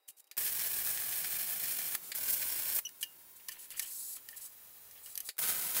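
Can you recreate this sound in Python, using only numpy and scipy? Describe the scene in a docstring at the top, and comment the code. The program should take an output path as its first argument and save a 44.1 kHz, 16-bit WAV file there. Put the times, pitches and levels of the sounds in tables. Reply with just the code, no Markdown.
"""A handheld plasma torch cuts a steel sheet in a small workshop, over the faint rush and whine of a fan.
The torch slides and taps on the sheet, its air valve clacks and the arc pops alight: the jet hisses and
molten steel sputters through two cuts. The air keeps flowing and grazes the steel while the sheet squeaks
free, then knocks and scrapes on the bench as it is turned, set down and lined up.
The valve clacks again and a third cut starts."""
import sys
import numpy as np
from scipy import signal
from scipy.fft import rfft, irfft, next_fast_len
from scipy.io import wavfile
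from scipy.ndimage import map_coordinates

SR = 44100
rng = np.random.default_rng(int(sys.argv[2]) if len(sys.argv) > 2 else 0)


def master(y):
    """Save y as 16-bit WAV."""
    cut = np.clip(np.atleast_2d(y).T, -1, 1)
    pcm = np.round(cut * 32767)  # scale
    wavfile.write(sys.argv[1], SR, pcm.astype(np.int16))


N = 255780
T = np.arange(N) / SR
TOP_HZ = 15780
# The sheet's modes. Each row: frequency in Hz, level in dB, t60 in seconds.
SHEET_MODES = [(1050, -11, .05), (1800, -2, .08), (1910, -6, .05), (2410, -7, .05), (2805, -16, .27),
               (2960, 0, .06), (3160, -3, .06), (4550, -5, .04), (4856, -5, .04), (6220, 4, .04),
               (7700, -7, .04), (9250, -6, .05), (11330, 0, .045), (11690, -2, .04), (14200, -8, .04)]


def amp(db):
    """Decibels to gain."""
    return 10 ** (np.asarray(db) / 20)


def unit(x):
    """Scale to rms 1."""
    return x / np.sqrt(np.mean(x ** 2) + 1e-20)


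def along(points, hz):
    """(Hz, value) points read on a log axis."""
    point_hz, values = np.transpose(points)
    return np.interp(np.log(hz + 1), np.log(point_hz + 1), values)


def wobble(knots_per_s):
    """Smooth random curve of rms 1."""
    return unit(map_coordinates(rng.standard_normal(int(N * knots_per_s / SR) + 4), [T * knots_per_s]))


def filtered(x, response):
    """Apply a gain given as a function of Hz."""
    size = next_fast_len(N + SR // 2)
    return irfft(rfft(x, size) * response(np.fft.rfftfreq(size, 1 / SR)), size)[:N]


def coloured(x, colour):
    """Apply a spectrum of (Hz, dB) points, cut off at TOP_HZ."""
    return filtered(x, lambda hz: amp(along(colour, hz)) * (hz < TOP_HZ))


def noise(colour):
    """Noise of rms 1 with a spectrum of (Hz, relative dB) points."""
    return unit(coloured(rng.standard_normal(N), colour))


def resonant(x, peaks):
    """Apply (Hz, width Hz, dB) resonances and notches; rms 1."""
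    def response(hz):
        return amp(sum(db / (1 + (2 * (hz - centre) / width) ** 2) for centre, width, db in peaks))
    return unit(filtered(x, response))


def fade(t, t60_s):
    """Exponential decay from t = 0."""
    return (t >= 0) * np.exp(-np.log(1000) * np.maximum(t, 0) / t60_s)


def gate(start_s, end_s, t60_s):
    """On at once, decaying after the end."""
    return (T >= start_s) * fade(np.maximum(T - end_s, 0), t60_s)


def stroke(start_s, length_s, rise_s, t60_s):
    """Smooth rise, hold, decay."""
    rise = np.sin(np.pi / 2 * np.clip((T - start_s) / rise_s, 0, 1)) ** 2
    return rise * gate(start_s, start_s + length_s, t60_s)


def strokes(rows, rise_s, t60_s):
    """Gain of (start s, length s, dB) strokes; the loudest wins."""
    return np.max([amp(db) * stroke(start, length, rise_s, t60_s) for start, length, db in rows], axis=0)


def bump(centre_s, half_width_s):
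    """Bell-shaped swell of height 1."""
    return np.exp(-np.minimum(((T - centre_s) / half_width_s) ** 2, 20))


def nearby(x, share):
    """Close surfaces add fine comb ripples that shift as the torch travels; rms 1."""
    t = np.arange(SR // 40) / SR
    reflections = rng.standard_normal((2, len(t))) * fade(t - .001, .045)
    one, other = (signal.fftconvolve(x, taps / np.linalg.norm(taps))[:N] for taps in reflections)
    travel_rad = 2 * np.pi * .2 * T
    return unit(x + share * (np.cos(travel_rad) * one + np.sin(travel_rad) * other))


def machine():
    """A cooling fan rushes and whines faintly."""
    # Fan noise. Each row: frequency in Hz, relative level in dB.
    rush_colour = [(15, -60), (25, -37), (137, -45), (324, -5), (540, 0.5), (1180, -4.5), (2800, -6.5),
                   (3380, -19), (3860, -1), (4190, -22), (4800, -8), (6110, -19), (15700, -7)]
    # Steady tones. 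Each row: frequency in Hz, rms level in dB.
    tones = [(790, -90), (3833, -85), (4791, -93), (7666, -99)]
    whine = sum(amp(db) * np.sqrt(2) * np.sin(2 * np.pi * hz * T + 0.38 * wobble(44)) for hz, db in tones)
    return amp(-77.8) * noise(rush_colour) + whine


def handling():
    """Torch and hose slide on the sheet with a short rasp."""
    # Each row: start in seconds, length in seconds, level in dB.
    slides = [(0.074, 0.03, -49.5), (0.163, .028, -59.5), (0.189, .014, -53.5), (3.003, 0.019, -44)]
    colour = [(200, -14.5), (1200, -15.0), (3000, -6), (5000, -3), (9000, 5.5), (15500, 4.0)]
    rasp = nearby(noise(colour), share=0.21)
    return rasp * strokes(slides, rise_s=0.014, t60_s=0.039) * amp(1.7 * wobble(250))


def knocks():
    """Each contact cracks and rings the sheet's modes; the grip damps and detunes them."""
    # Steel on steel. Each row: time in seconds, level in dB, most strongly driven pitch in Hz,
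    # relative ring level in dB, factor on the modes' t60.
    contacts = [(0.085, -51.5, 3100, 7.5, 0.4), (0.2422, -59, 5000, -20, .5), (0.27, -62.5, 10000, -6, .3),
                (0.275, -65, 3000, 0, .5), (0.3132, -43, 1900, -11, .9), (2.891, -44.5, 2000, -8, .5),
                (3.0284, -27, 2980, -0.5, 0.92), (3.036, -35.5, 3000, 0, 0.87),
                (3.485, -33.5, 3200, -7, 0.65), (3.487, -43.5, 1050, -2, 0.65),
                (3.491, -41.5, 1900, 2, 0.69), (3.5187, -44, 4970, 3, 0.94), (3.5918, -60, 11400, 13, 3),
                (3.7043, -37, 8000, -13, .6), (3.7952, -24, 12000, -10, 0.36),
                (3.8, -42.5, 1850, 2.5, 0.71), (3.826, -42.5, 3000, -1, 1.1), (4.166, -45, 2000, -12, .4),
                (4.2875, -38, 1780, -7.5, 0.65), (4.3286, -55.5, 1750, 7, 1.4), (4.911, -46, 2400, -14, .5),
                (5.060, -42.5, 3000, -5, 0.7), (5.1542, -36, 11400, -1, .7),
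                (5.1763, -31.5, 11400, 4, 0.76), (5.2036, -36, 11400, 7, 0.63)]
    hz, mode_db, t60_s = np.transpose(SHEET_MODES)[:, :, None]
    t = np.arange(SR // 2) / SR
    attack = 1 - fade(t, .004)
    ring, crack = np.zeros(N + SR), np.zeros(N)
    for at_s, db, pitch_hz, ring_db, sustain in contacts:
        rolloff = (1 + (np.log2(hz / pitch_hz) / .28) ** 2) ** .7
        gains = amp(mode_db + 1.5 * rng.standard_normal(hz.shape)) / rolloff
        detuned_hz = hz * (1 + .008 * rng.standard_normal(hz.shape))
        phase = 2 * np.pi * (detuned_hz * t + rng.random(hz.shape))
        modes = gains * np.sin(phase) * attack * fade(t, sustain * t60_s)
        ring[round(at_s * SR):][:len(t)] += amp(db + ring_db) * modes.sum(0) / np.linalg.norm(gains)
        crack += amp(db) * (fade(T - at_s, .02) + .25 * fade(T - at_s, .06))
    crack_colour = [(60, -42), (300, -34), (700, -37), (1050, -25.0), (1900, -8.0), (3700, -9.0),
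                    (4800, -0.5), (8000, -4.5), (11500, 1.5), (15500, -1.5)]
    return ring[:N] + amp(-2.0) * crack * noise(crack_colour)


def valve():
    """The solenoid clacks when the trigger is pressed."""
    # Each row: time in seconds, level in dB.
    clacks = [(0.3132, -47.5), (2.118, -33.5), (5.289, -33)]
    # Clack spectrum. Each row: frequency in Hz, relative level in dB.
    colour = [(100, -59), (400, -15), (800, -20), (1200, -18.5), (2000, 0), (3300, -9), (4700, 1),
              (5800, -15.5), (7000, -6.5), (10000, -8.5), (15500, -10)]
    return noise(colour) * sum(amp(db) * fade(T - at_s, t60_s=0.06) for at_s, db in clacks)


def pops():
    """The arc cracks like a small spark as it strikes, spits or snaps off."""
    # Each row: time in seconds, level in dB, t60 in seconds.
    cracks = [(0.369, -37.5, 0.023), (0.377, -29, 0.015), (0.649, -38, .015), (0.872, -29, 0.025),
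              (1.021, -34.5, 0.028), (1.2448, -34, .03), (1.9505, -25.5, 0.033), (2.1447, -42, .035),
              (2.150, -37, .03), (2.7875, -28.5, 0.033), (5.368, -56, 0.05), (5.3819, -37.5, 0.04),
              (5.3892, -29, 0.03), (5.439, -28, 0.015)]
    colour = [(100, -26.0), (1100, -2.5), (1800, 3.5), (3000, -3.5), (7000, -3.0), (15000, 5.5)]
    return noise(colour) * sum(amp(db) * fade(T - at_s, t60_s) for at_s, db, t60_s in cracks)


def air():
    """Compressed air leaves the nozzle, louder and brighter where it grazes the steel."""
    # Valve open. Each row: start in seconds, end in seconds.
    flows = [(0.369, 2.119), (2.143, 5.294), (5.381, 5.9)]
    # Free and grazing jet spectra. Each row: frequency in Hz, relative level in dB.
    free_colour = [(15, -30), (25, -13), (250, -12), (1800, -12.5), (3500, -14), (6200, -13), (9000, -9.5),
                   (12500, -5.5), (14400, -2.5), (15600, 1.5)]
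    graze_colour = [(900, -51), (1800, -35), (3300, -24.5), (4000, -15), (5800, -14), (7200, -9.5),
                    (9000, -4), (11000, -3), (15700, -6.5)]
    # Edge tones and notches. Each row: centre in Hz, width in Hz, gain in dB.
    edge_peaks = [(4060, 230, 2.5), (4630, 150, 3.5), (6940, 200, 3.5), (7870, 350, 5), (9100, 130, -10),
                  (10150, 250, -2), (11800, 300, -1), (13200, 500, -9), (14030, 200, 4)]
    # Jet on the sheet's edge. Each row: start in seconds, length in seconds, level in dB.
    grazes = [(2.02, .07, -51), (3.35, .018, -54.5), (3.503, .022, -47), (3.577, 0.076, -51),
              (3.699, .024, -48), (3.757, 0.028, -43.5), (3.808, 0.026, -39.5), (3.846, 0.12, -44.5),
              (3.956, 0.18, -43.5), (4.14, 0.026, -46), (4.295, .018, -51), (4.356, .024, -45),
              (4.401, .062, -46.5), (5.022, 0.11, -52), (5.241, 0.043, -45.5)]
    # The torch is close over the sheet, lifted away, then brought back round.
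    close_db, lift_s, lifted_db, return_db_per_s = -49, 2.79, -57, 1.0
    level_db = np.where(T < lift_s, close_db, lifted_db + return_db_per_s * (T - lift_s))
    valve_open = sum(gate(start_s, end_s, t60_s=0.06) for start_s, end_s in flows)
    free = nearby(noise(free_colour), share=0.32) * valve_open * amp(level_db + 0.37 * wobble(40))
    edge = nearby(resonant(noise(graze_colour), edge_peaks), share=0.74)
    return free + edge * strokes(grazes, rise_s=0.02, t60_s=0.092) * amp(0.7 * wobble(95))


def jet(start_s, end_s, colour, peaks):
    """The plasma jet hisses, eases as the cut goes on, and flutters."""
    # The jet breaks through, pierces or falters.
    # Each row: time in seconds, half width in seconds, treble gain in dB, body gain in dB.
    flares = [(0.449, .005, 5.5, 3), (0.602, .004, 3, 4), (0.755, .012, 2.5, 2), (0.91, 0.018, 2.5, 2),
              (1.42, .02, 1.5, -0.5), (1.53, .025, 2.5, 1), (1.72, .012, 2, 2), (1.789, .006, 4, 1.5),
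              (2.19, 0.044, -2.5, -3), (2.305, .007, 8, 1), (2.337, 0.018, 7, 1), (2.484, .005, 7, 0),
              (2.765, 0.029, 7, 3), (5.411, .005, -4, -8), (5.444, .012, 2, 6.5), (5.497, .02, 3.5, 3.5),
              (5.771, 0.015, 3, 6)]
    split_hz, sag_db_per_s = 6460, 0.7
    strike_db = 5.5 * fade(T - start_s, t60_s=0.12)  # overshoot as the arc takes hold
    sag_db = sag_db_per_s * (np.clip(T, start_s, end_s) - (start_s + end_s) / 2)
    treble_db, body_db = sum(np.outer(gains_db, bump(at_s, half_width_s))
                             for at_s, half_width_s, *gains_db in flares if start_s < at_s < end_s)
    hiss = nearby(resonant(noise(colour), peaks), share=.45)
    body = filtered(hiss, lambda hz: 1 / (1 + (hz / split_hz) ** 4))
    flaring = body * amp(body_db) + (hiss - body) * amp(treble_db + strike_db)
    flutter_db = wobble(400)
    return flaring * amp(flutter_db - sag_db)


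def sputter(start_s, end_s, level_db, peaks):
    """Molten steel is blown out of the kerf in clumps of uneven drops and brief sprays."""
    # Each row: time in seconds, level in dB.
    sprays = [(0.478, -48), (0.602, -43), (0.650, -45), (0.81, -46), (0.985, -43.5), (1.13, -47),
              (1.25, -40), (1.66, -50), (1.795, -46), (2.424, -46.5), (5.44, -45), (5.48, -44),
              (5.508, -43), (5.768, -42)]
    colour = [(200, -26), (1200, -17.5), (1700, -0.5), (3000, -4.5), (7000, -3), (15000, -2.5)]
    drops_per_s, spread_db, clump_db = 1400, 4.5, 2.2
    impulses = (rng.random(N) < drops_per_s / SR) * rng.choice([-1, 1], N)
    drops = impulses * amp(spread_db * np.clip(rng.standard_normal(N), -2, 2))
    spits = resonant(coloured(drops, colour), peaks)
    spray = sum(amp(db) * bump(at_s, half_width_s=0.012) for at_s, db in sprays if start_s < at_s < end_s)
    return spits * (amp(level_db) + spray) * amp(clump_db * wobble(220))


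def cut(burn, colour, peaks):
    """Jet and sputter surge together as the arc root jumps along the cut."""
    start_s, end_s, hiss_db, sputter_db = burn
    surge = wobble(100)
    hiss = jet(start_s, end_s, colour, peaks) * amp(hiss_db + 1.4 * surge)
    melt = sputter(start_s, end_s, sputter_db + 2.5 * surge, peaks)
    return gate(start_s, end_s, t60_s=0.062) * (hiss + melt)


def arc():
    """Two cuts along the side of the sheet, one at its front."""
    # Arc alight. Each row: start in seconds, end in seconds, hiss in dB, sputter in dB.
    burns = [(0.377, 1.953, -37.5, -50.5), (2.150, 2.79, -37, -55), (5.389, 5.9, -36, -54)]
    # Hiss spectra. Each row: frequency in Hz, relative level in dB.
    side_colour = [(15, -30), (25, -16), (370, -16.5), (700, -16), (1350, -15.5), (1600, -14), (3500, -13),
                   (6500, -11), (8500, -7), (11000, -4.5), (13000, -3), (14300, -3.2), (14900, 0),
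                   (15700, 1)]
    front_colour = [(15, -30), (25, -14.5), (330, -16), (480, -12.5), (1800, -11), (3500, -11), (6000, -11),
                    (8500, -8), (11000, -5), (14500, -3), (15700, -1)]
    # Resonances and notches of sheet and bench. Each row: centre in Hz, width in Hz, gain in dB.
    side_peaks = [(1750, 240, 5), (2370, 170, 5), (3200, 220, 3), (3820, 120, -5), (4160, 300, 3),
                  (4560, 130, -4), (4980, 160, 4), (5270, 130, -4), (5520, 140, 8), (5980, 240, -4),
                  (6330, 110, 4), (8380, 150, 3), (8820, 130, 5), (9100, 250, -3), (11650, 200, 4),
                  (13240, 180, 3.5), (14800, 150, 3)]
    front_peaks = [(1800, 400, 1.5), (6400, 150, 3), (6750, 150, 3), (8200, 250, 6), (9480, 150, 5),
                   (10330, 300, 6), (11030, 150, 3), (11350, 250, -3), (12100, 250, 3), (12860, 180, 6),
                   (15430, 250, 5)]
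    side = sum(cut(burn, side_colour, side_peaks) for burn in burns[:2])
    return side + cut(burns[2], front_colour, front_peaks)


def squeak():
    """The sheet sticks and slips as it is pulled free; pitch sags and overtones fade as the force eases."""
    # Each row: harmonic number, relative level in dB.
    partials = [(1, 1.5), (2, 3.5), (3, -15), (4, -4)]
    start_s, full_force_hz, sag_share = 2.849, 2957, 0.035
    force = stroke(start_s, length_s=0.022, rise_s=0.0033, t60_s=0.045) * fade(T - start_s, t60_s=0.47)
    pitch_hz = full_force_hz * (1 - sag_share * (1 - force))
    phase = 2 * np.pi * np.cumsum(pitch_hz * (1 + .02 * wobble(1100))) / SR
    tone = sum(amp(db + 3.3 * wobble(350)) * force ** (1.2 * (k - 1)) * np.sin(k * phase)
               for k, db in partials)
    return amp(-41.5) * force * tone


def scrape():
    """Grit under the sliding sheet makes a dense stream of tiny damped rings of scattered pitch."""
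    # Sheet over bench. Each row: start in seconds, length in seconds, level in dB.
    drags = [(3.39, 0.011, -62), (3.49, 0.083, -59.5), (3.58, .075, -64.5), (3.703, 0.16, -55.5),
             (3.86, .045, -62), (4.15, .022, -57.5), (4.328, 0.13, -66), (4.947, 0.037, -63.5),
             (5.058, .025, -61.5), (5.18, .03, -61)]
    grain_count, median_hz, spread_db = 14000, 2800, 5
    t = np.arange(SR // 125) / SR
    hz = np.clip(median_hz * np.exp(0.412 * rng.standard_normal((grain_count, 1))), 900, 12000)
    gains = amp(spread_db * rng.standard_normal((grain_count, 1)))
    grains = gains * np.sin(2 * np.pi * hz * t) * fade(t, t60_s=0.014)
    positions = rng.integers(0, N, (grain_count, 1)) + np.arange(len(t))
    grit = np.bincount(positions.ravel(), grains.ravel(), N)[:N]
    sheet_peaks = [(mode_hz, 160, 3) for mode_hz, _, _ in SHEET_MODES]
    return resonant(grit, sheet_peaks) * strokes(drags, rise_s=0.012, t60_s=0.11)


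def workshop(x):
    """The cluttered room answers with a short diffuse tail."""
    # Room decay. Each row: frequency in Hz, t60 in seconds.
    decay = [(200, 0.067), (2500, 0.13), (14000, 0.2)]
    hz, t, spectra = signal.stft(rng.standard_normal(SR // 2), SR, nperseg=256)
    tail = signal.istft(spectra * fade(t, along(decay, hz)[:, None]), SR, nperseg=256)[1]
    delayed_tail = np.pad(tail, (SR // 300, 0)) / np.linalg.norm(tail)
    return signal.fftconvolve(x, delayed_tail)[:N]


def scene():
    """Torch, sheet, room and fan, alike in both channels."""
    direct = arc() + pops() + air() + valve() + knocks() + scrape() + handling() + squeak()
    mono = direct + amp(-18.5) * workshop(direct) + machine()
    return np.array([mono, mono])


def record(dry):
    """Steep low-pass at TOP_HZ."""
    def low_pass(hz, edge_hz=400):
        return np.sin(np.pi / 2 * np.clip((TOP_HZ - hz) / edge_hz + .5, 0, 1)) ** 2
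    return np.array([filtered(channel, low_pass) for channel in dry])


dry = scene()
out = record(dry)
master(out)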